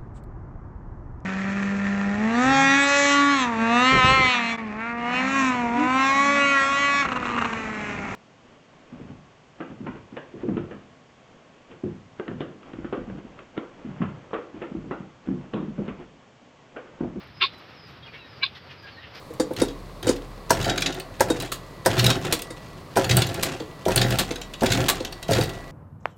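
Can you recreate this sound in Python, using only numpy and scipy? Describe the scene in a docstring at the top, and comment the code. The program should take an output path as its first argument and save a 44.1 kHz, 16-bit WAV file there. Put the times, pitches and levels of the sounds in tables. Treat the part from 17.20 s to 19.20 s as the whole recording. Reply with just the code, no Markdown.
"""Two seconds with guinea fowl in a small pen of sheet metal with straw on the ground.
From the start a low outdoor rumble and a soft hush go on, and feet scratch in the straw as bursts of crackles.
At 0.2 s one bird gives a short harsh call, and at 1.2 s a second: rasping pulses through sharp resonances.
Around the calls and after them come soft clucks, which are quiet rasps through broad resonances.
Thin gliding tones are the whistles of birds further off; most of them fall in pitch."""
import sys
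import numpy as np
from scipy import signal
from scipy.fft import rfft, irfft
from scipy.io import wavfile
from scipy.ndimage import uniform_filter1d

SR = 44100
rng = np.random.default_rng(int(sys.argv[2]) if len(sys.argv) > 2 else 0)


def unload_audio(sound):
    """Save the sound as a 16-bit wav file, at the path given as the first command line argument."""
    columns = np.transpose(np.atleast_2d(sound))
    # keep every value between -1 and 1, then stretch to whole-number steps
    steps = np.round(np.clip(columns, -1, 1) * 32767)
    wavfile.write(sys.argv[1], SR, steps.astype(np.int16))


N = 88200
TIME = np.arange(N) / SR

# separate reflections from the metal walls: (delay [s], level [dB])
WALLS = [(0.0139, -24.5), (.0265, -21)]


def from_db(db):
    """Turn decibels into a factor to multiply by."""
    return 10 ** (np.asarray(db) / 20)


def rms_one(x):
    """Scale a signal to an average power of 1."""
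    return x / np.sqrt(np.mean(x ** 2) + 1e-20)


def cut(x, hz, kind, order=4):
    """Butterworth filter: "low" keeps what lies below hz, "high" what lies above."""
    return signal.sosfilt(signal.butter(order, hz, kind, fs=SR, output="sos"), x)


def drift(hz):
    """Random motion with spread 1 that changes no faster than about hz."""
    settled = cut(rng.standard_normal(2 * N), hz, "low", order=2)[N:]
    return rms_one(settled)


def colour(x, spectrum):
    """Give a signal a smooth spectrum and an average power of 1."""
    hz, db = np.transpose(spectrum)
    bins = np.maximum(np.fft.rfftfreq(N, 1 / SR), 1)
    gain = from_db(np.interp(np.log(bins), np.log(hz), db))
    return rms_one(irfft(rfft(x) * gain, N))


def resonate(x, hz, width_hz):
    """Pass a signal twice through one resonance, with gain about 1 at its peak; width_hz is for one pass."""
    r = np.exp(-np.pi * width_hz / SR)
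    forward = np.array([1, 0, -1]) * (1 - r * r) / 2
    feedback = [1, -2 * r * np.cos(2 * np.pi * hz / SR), r * r]
    return signal.lfilter(forward, feedback, signal.lfilter(forward, feedback, x))


def swell(peak_s, rise_s, fall_s):
    """A rounded rise and fall of height 1."""
    u = (TIME - peak_s) / np.where(TIME < peak_s, rise_s, fall_s)
    return np.cos(np.pi / 2 * np.clip(u, -1, 1)) ** 2


def even(x):
    """Hold the level of a voice steady from cycle to cycle."""
    power = np.abs(uniform_filter1d(x * x, size=170))  # average over 170 samples, about 4 ms
    return x / np.sqrt(power + 1e-12)


def syrinx():
    """The bird's voice organ: uneven pulses, each with a puff of rasping air that dies down."""
    pulse_hz, jitter = 368.4, .09  # jitter: spread of the pulse rate, as a share of it
    rasp, rasp_decay = 0.61, 2.6  # air's share of the power; how fast a puff fades [1/cycle]
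    cycles = np.cumsum(pulse_hz * (1 + jitter * drift(pulse_hz))) / SR
    pulses = np.diff(np.floor(cycles), prepend=0)
    air = rng.standard_normal(N) * np.exp(-rasp_decay * (cycles % 1))
    return np.sqrt(1 - rasp) * rms_one(pulses) + np.sqrt(rasp) * rms_one(air)


def harsh_call(course, throat):
    """The syrinx drives sharp resonances; the upper ones gain as the beak opens, the lowest fade on either side."""
    upper_hz, low_hz, low_loss = 3200, 2000, 0.73  # low_loss: fading, as a share of the lift up or down
    throb_db, throb_hz = 1.5, 220  # spread and pace of the change in strength
    s, level_db, lift_db = np.transpose(course)
    source = syrinx()
    lift = np.interp(TIME, s, lift_db)
    voice = 0
    for hz, width, db in throat:
        tilt_db = lift if hz > upper_hz else -low_loss * np.abs(lift) * (hz < low_hz)
        voice = voice + from_db(db + tilt_db) * resonate(source, hz, width)
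    during_call = (TIME > s[0]) * (TIME < s[-1])
    voice = even(voice) * from_db(np.interp(TIME, s, level_db)) * during_call
    throb = rms_one(from_db(throb_db * drift(throb_hz)))  # strong and weak pulses
    without_lows = cut(voice * throb, 850, "high", order=6)
    return cut(without_lows, 5320, "low", order=10)


def clean_partials():
    """Brief pure tones swell within the rasp of the calls."""
    # the tones: (peak [s], rise [s], fall [s], pitch [Hz], level [dB])
    partials = [(0.2464, 0.02, 0.014, 1083, -24.5), (0.236, 0.034, 0.023, 378, -40),
                (0.225, 0.018, 0.025, 3536, -23.5), (1.241, 0.02, 0.02, 1087, -34),
                (1.231, 0.014, 0.022, 2315, -28), (1.239, 0.018, 0.013, 3960, -25.5),
                (1.237, 0.013, 0.013, 1612, -32), (.226, 0.0064, .009, 1337, -29.5),
                (0.2133, 0.0098, 0.01, 1630, -33.5), (.218, .012, .012, 2770, -28.5)]
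    out = 0
    for s, rise, fall, hz, db in partials:
        tone = np.sqrt(2) * np.sin(2 * np.pi * hz * TIME)  # power 1
        out = out + from_db(db) * swell(s, rise, fall) * tone
    return out


def sizzle(call):
    """A faint high hiss that follows the moment-to-moment size of the harsh calls."""
    # spectrum of the hiss: (frequency [Hz], relative level [dB])
    hiss_spectrum = [(5000, -14.5), (6500, -6), (8500, 0.5), (10500, -9), (12700, 0), (15500, -22)]
    return from_db(-50.5) * np.abs(call) * colour(rng.standard_normal(N), hiss_spectrum)


def wall_echoes(call):
    """The metal walls throw back weaker, later copies of the calls."""
    return sum(from_db(db) * np.interp(TIME - delay, TIME, call, left=0) for delay, db in WALLS)


def clucks():
    """Quiet rasps: the syrinx through two broad resonances, one of them the same in every cluck."""
    # the soft clucks: (peak [s], rise [s], fall [s], resonance [Hz], level [dB])
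    cluck_list = [(.04, .05, 0.03, 2120, -55.5), (.838, 0.02, 0.03, 3680, -56),
                  (0.948, .032, 0.036, 2550, -45), (1.36, 0.021, 0.03, 3300, -45.5),
                  (1.515, 0.04, 0.028, 2510, -46), (1.686, 0.035, 0.029, 2630, -46),
                  (1.845, 0.047, 0.027, 2720, -45.5), (1.875, 0.025, 0.02, 1150, -52)]
    source = syrinx()
    chest = from_db(-2.5) * resonate(source, 1970, 930)
    out = 0
    for s, rise, fall, hz, db in cluck_list:
        voice = resonate(source, hz, 960) + chest
        out = out + from_db(db) * swell(s, rise, fall) * even(voice)
    return cut(out, 5200, "low", order=8)


def whistles():
    """Thin wavering, flickering tones that glide from one pitch to another."""
    # whistles and peeps: (start [s], length [s], first pitch [Hz], last pitch [Hz], level [dB])
    glides = [(0.138, 0.088, 5130, 5020, -57.5), (0.3, 0.11, 4100, 3880, -57.5),
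              (.545, 0.04, 5450, 5100, -62), (.578, .1, 5130, 4950, -55.5), (.828, .047, 3290, 3260, -47.5),
              (.864, .013, 2950, 2830, -47), (.875, .028, 2560, 2330, -49), (1.768, .038, 1800, 1930, -49),
              (1.825, .05, 1880, 1740, -52), (1.633, .04, 1660, 1610, -45.5),
              (0.83, 0.12, 4750, 4400, -61.5), (.965, .04, 2600, 2850, -52.5),
              (1.69, 0.145, 4820, 3550, -58), (0.935, 0.035, 2130, 2300, -50),
              (0.984, 0.085, 3950, 3800, -54), (0.824, 0.035, 3660, 3700, -56.5),
              (1.021, .05, 1850, 1860, -56.5), (0.995, 0.052, 2800, 2500, -52),
              (1.076, 0.13, 5300, 4470, -59.5), (1.38, 0.11, 4800, 4400, -62.5),
              (1.576, 0.11, 4960, 4800, -56.5)]
    waver_share, waver_hz = .011, 200  # spread of the pitch, as a share of it, and its pace
    flicker_db, flicker_hz = 2.5, 90  # spread and pace of the changes in level
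    edge = 0.32  # small values start and stop a tone more suddenly
    waver = 1 + waver_share * drift(waver_hz)
    out = 0
    for s, length, first_hz, last_hz, db in glides:
        u = np.clip((TIME - s) / length, 0, 1)  # runs from 0 to 1 during the tone
        pitch = (first_hz + (last_hz - first_hz) * u) * waver
        phase = 2 * np.pi * np.cumsum(pitch) / SR
        shape = np.abs(np.sin(np.pi * u)) ** edge
        out = out + np.sqrt(2) * from_db(db) * shape * np.sin(phase)
    return out * rms_one(from_db(flicker_db * drift(flicker_hz)))


def straw():
    """Each scratch of the feet snaps and rubs many small stalks, heard as a burst of tiny clicks."""
    # the scratches: (peak [s], rise [s], fall [s], body level [dB], crisp top level [dB])
    scratches = [(.036, .006, .016, -69, -70), (.075, 0.007, 0.011, -58, -75),
                 (0.384, .01, 0.025, -56.5, -68.5), (.69, 0.044, 0.063, -53.5, -79),
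                 (1.37, 0.041, 0.036, -48.5, -80), (1.515, 0.018, 0.041, -48.5, -91),
                 (1.628, 0.008, 0.05, -53, -76), (1.96, 0.031, 0.074, -43, -70)]
    # spectrum of the body of the crackle: (frequency [Hz], relative level [dB])
    body_spectrum = [(200, -12.5), (600, -7), (1600, -4), (3500, -6), (5000, -6.5), (6300, -21.5),
                     (8000, -40.5), (10000, -39.5)]
    # spectrum of its crisp top: (frequency [Hz], relative level [dB])
    top_spectrum = [(5000, -18.5), (8000, -1), (10000, -10), (12800, 10), (14000, -5), (15500, -16)]
    crackles_per_s, spread_db = 2500, 1.5
    sizes = from_db(spread_db * np.minimum(rng.exponential(1, N), 4)) * rng.choice([-1, 1], N)
    crackles = sizes * (rng.random(N) < crackles_per_s / SR)
    body = colour(crackles, body_spectrum)
    top = colour(crackles, top_spectrum)
    out = 0
    for s, rise, fall, body_db, top_db in scratches:
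        out = out + swell(s, rise, fall) * (from_db(body_db) * body + from_db(top_db) * top)
    return out


def pen_scatter(x):
    """Straw and corrugated walls smear a loud call into a short noisy decay."""
    # spectrum of the scattered sound: (frequency [Hz], relative level [dB])
    scatter_spectrum = [(1000, -19), (2400, -5), (3600, -1), (5000, -14.5), (6500, -46.5)]
    decay_s = .24  # time to fade by 60 dB
    keep = from_db(-120 / (decay_s * SR))  # share of the power left after one sample
    power = signal.lfilter([1 - keep], [1, -keep], x * x + 1e-18)
    level = np.interp(TIME - WALLS[0][0], TIME, np.sqrt(power), left=0)  # waits for the first wall
    return from_db(-22) * level * colour(rng.standard_normal(N), scatter_spectrum)


def pen_tail(x):
    """The short blurred ring of the pen: fading noise that starts with the first wall reflection."""
    decay_s = .2  # time to fade by 60 dB
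    tail = rng.standard_normal(N) * from_db(-60 * TIME / decay_s) * (TIME > WALLS[0][0])
    return signal.fftconvolve(x, tail / np.sqrt(np.sum(tail ** 2)))[:N]


def outdoor_hush():
    """Soft broad noise whose level flutters a little."""
    # spectrum of the hush: (frequency [Hz], relative level [dB])
    hush_spectrum = [(40, -30.5), (150, -13), (260, -9), (480, -9), (800, -12.5), (1250, -11.5),
                     (2500, -15.5), (4000, -20), (5200, -22), (6200, -38), (7500, -47.5), (10000, -55.5),
                     (12800, -42), (15500, -64)]
    flutter_db, flutter_hz = 1.46, 12  # spread and pace of the changes in level
    level = from_db(-49.5 + flutter_db * drift(flutter_hz))
    return level * colour(rng.standard_normal(N), hush_spectrum)


def outdoor_rumble():
    """Low noise that swells and sinks."""
    # course of the rumble: (time [s], level [dB])
    rumble_course = [(0.0, -61), (0.08, -50.5), (0.36, -52), (0.41, -59), (0.7, -51), (1.0, -54),
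                     (1.26, -52.5), (2.0, -52)]
    # spectrum of the rumble: (frequency [Hz], relative level [dB])
    rumble_spectrum = [(25, -44), (40, -24), (62, -4.5), (90, -0.5), (115, 0.5), (137, 1.5), (170, -5),
                       (220, -10), (320, -22.5), (600, -55)]
    level = from_db(np.interp(TIME, *np.transpose(rumble_course)))
    return level * colour(rng.standard_normal(N), rumble_spectrum)


def scene():
    """The near caller with its reflections, the other birds, the straw and the outdoor air."""
    # course of each call: (time [s], level [dB], lift of the upper resonances as the beak opens [dB])
    first_course = [(.199, -52, -17.5), (.208, -36, -2), (.213, -25.5, -1), (.2205, -19.5, -1.5),
                    (.2235, -22, -2), (.2265, -16, 0), (.233, -20.5, 2), (.238, -18.5, 0.5),
                    (.247, -25, 4.5), (.254, -23.5, 3), (.262, -30.5, 6), (.268, -32, 10), (.272, -39, 8.5),
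                    (.284, -41, 10)]
    second_course = [(1.214, -48, -24), (1.216, -41, -21), (1.222, -46.5, -25), (1.227, -30.5, -4),
                     (1.234, -21.5, -2), (1.2428, -19, 3), (1.2445, -29.5, 3), (1.253, -28, 6.5),
                     (1.2568, -37, 7), (1.2585, -27.5, 9.5), (1.261, -39, 6), (1.263, -28.5, 10),
                     (1.269, -32.5, 10.5), (1.272, -44, 11), (1.288, -48, 12)]
    # throat and beak resonances in each call: (frequency [Hz], width [Hz], relative level [dB])
    first_throat = [(1068, 150, -6.5), (1300, 260, -8), (1639, 140, -10), (1900, 160, -12.5),
                    (2243, 150, -3.5), (2457, 280, -1), (2786, 210, -1.5), (3020, 260, -4.5),
                    (3610, 190, 1), (3950, 210, -3.5), (4310, 290, -8), (4870, 180, -13.5)]
    second_throat = [(1060, 89, -11), (1410, 100, -19), (1617, 150, -3.5), (2277, 86, 2), (2535, 170, 2),
                     (2864, 120, 2.5), (3546, 240, 1.5), (4047, 190, 2), (4590, 190, -9), (4720, 150, -11),
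                     (4980, 130, -14)]
    near = harsh_call(first_course, first_throat) + harsh_call(second_course, second_throat)
    caller = near + clean_partials() + sizzle(near) + wall_echoes(near)
    others = clucks() + whistles()
    ring = pen_scatter(near) + pen_tail(from_db(-7.5) * others)
    background = outdoor_hush() + outdoor_rumble()
    return (caller + others + ring + straw() + background)[None]


def record(dry):
    """Cut the top steeply above 15.5 kHz."""
    return signal.sosfilt(signal.ellip(10, .1, 80, 15500, fs=SR, output="sos"), dry)


dry = scene()
out = record(dry)
unload_audio(out)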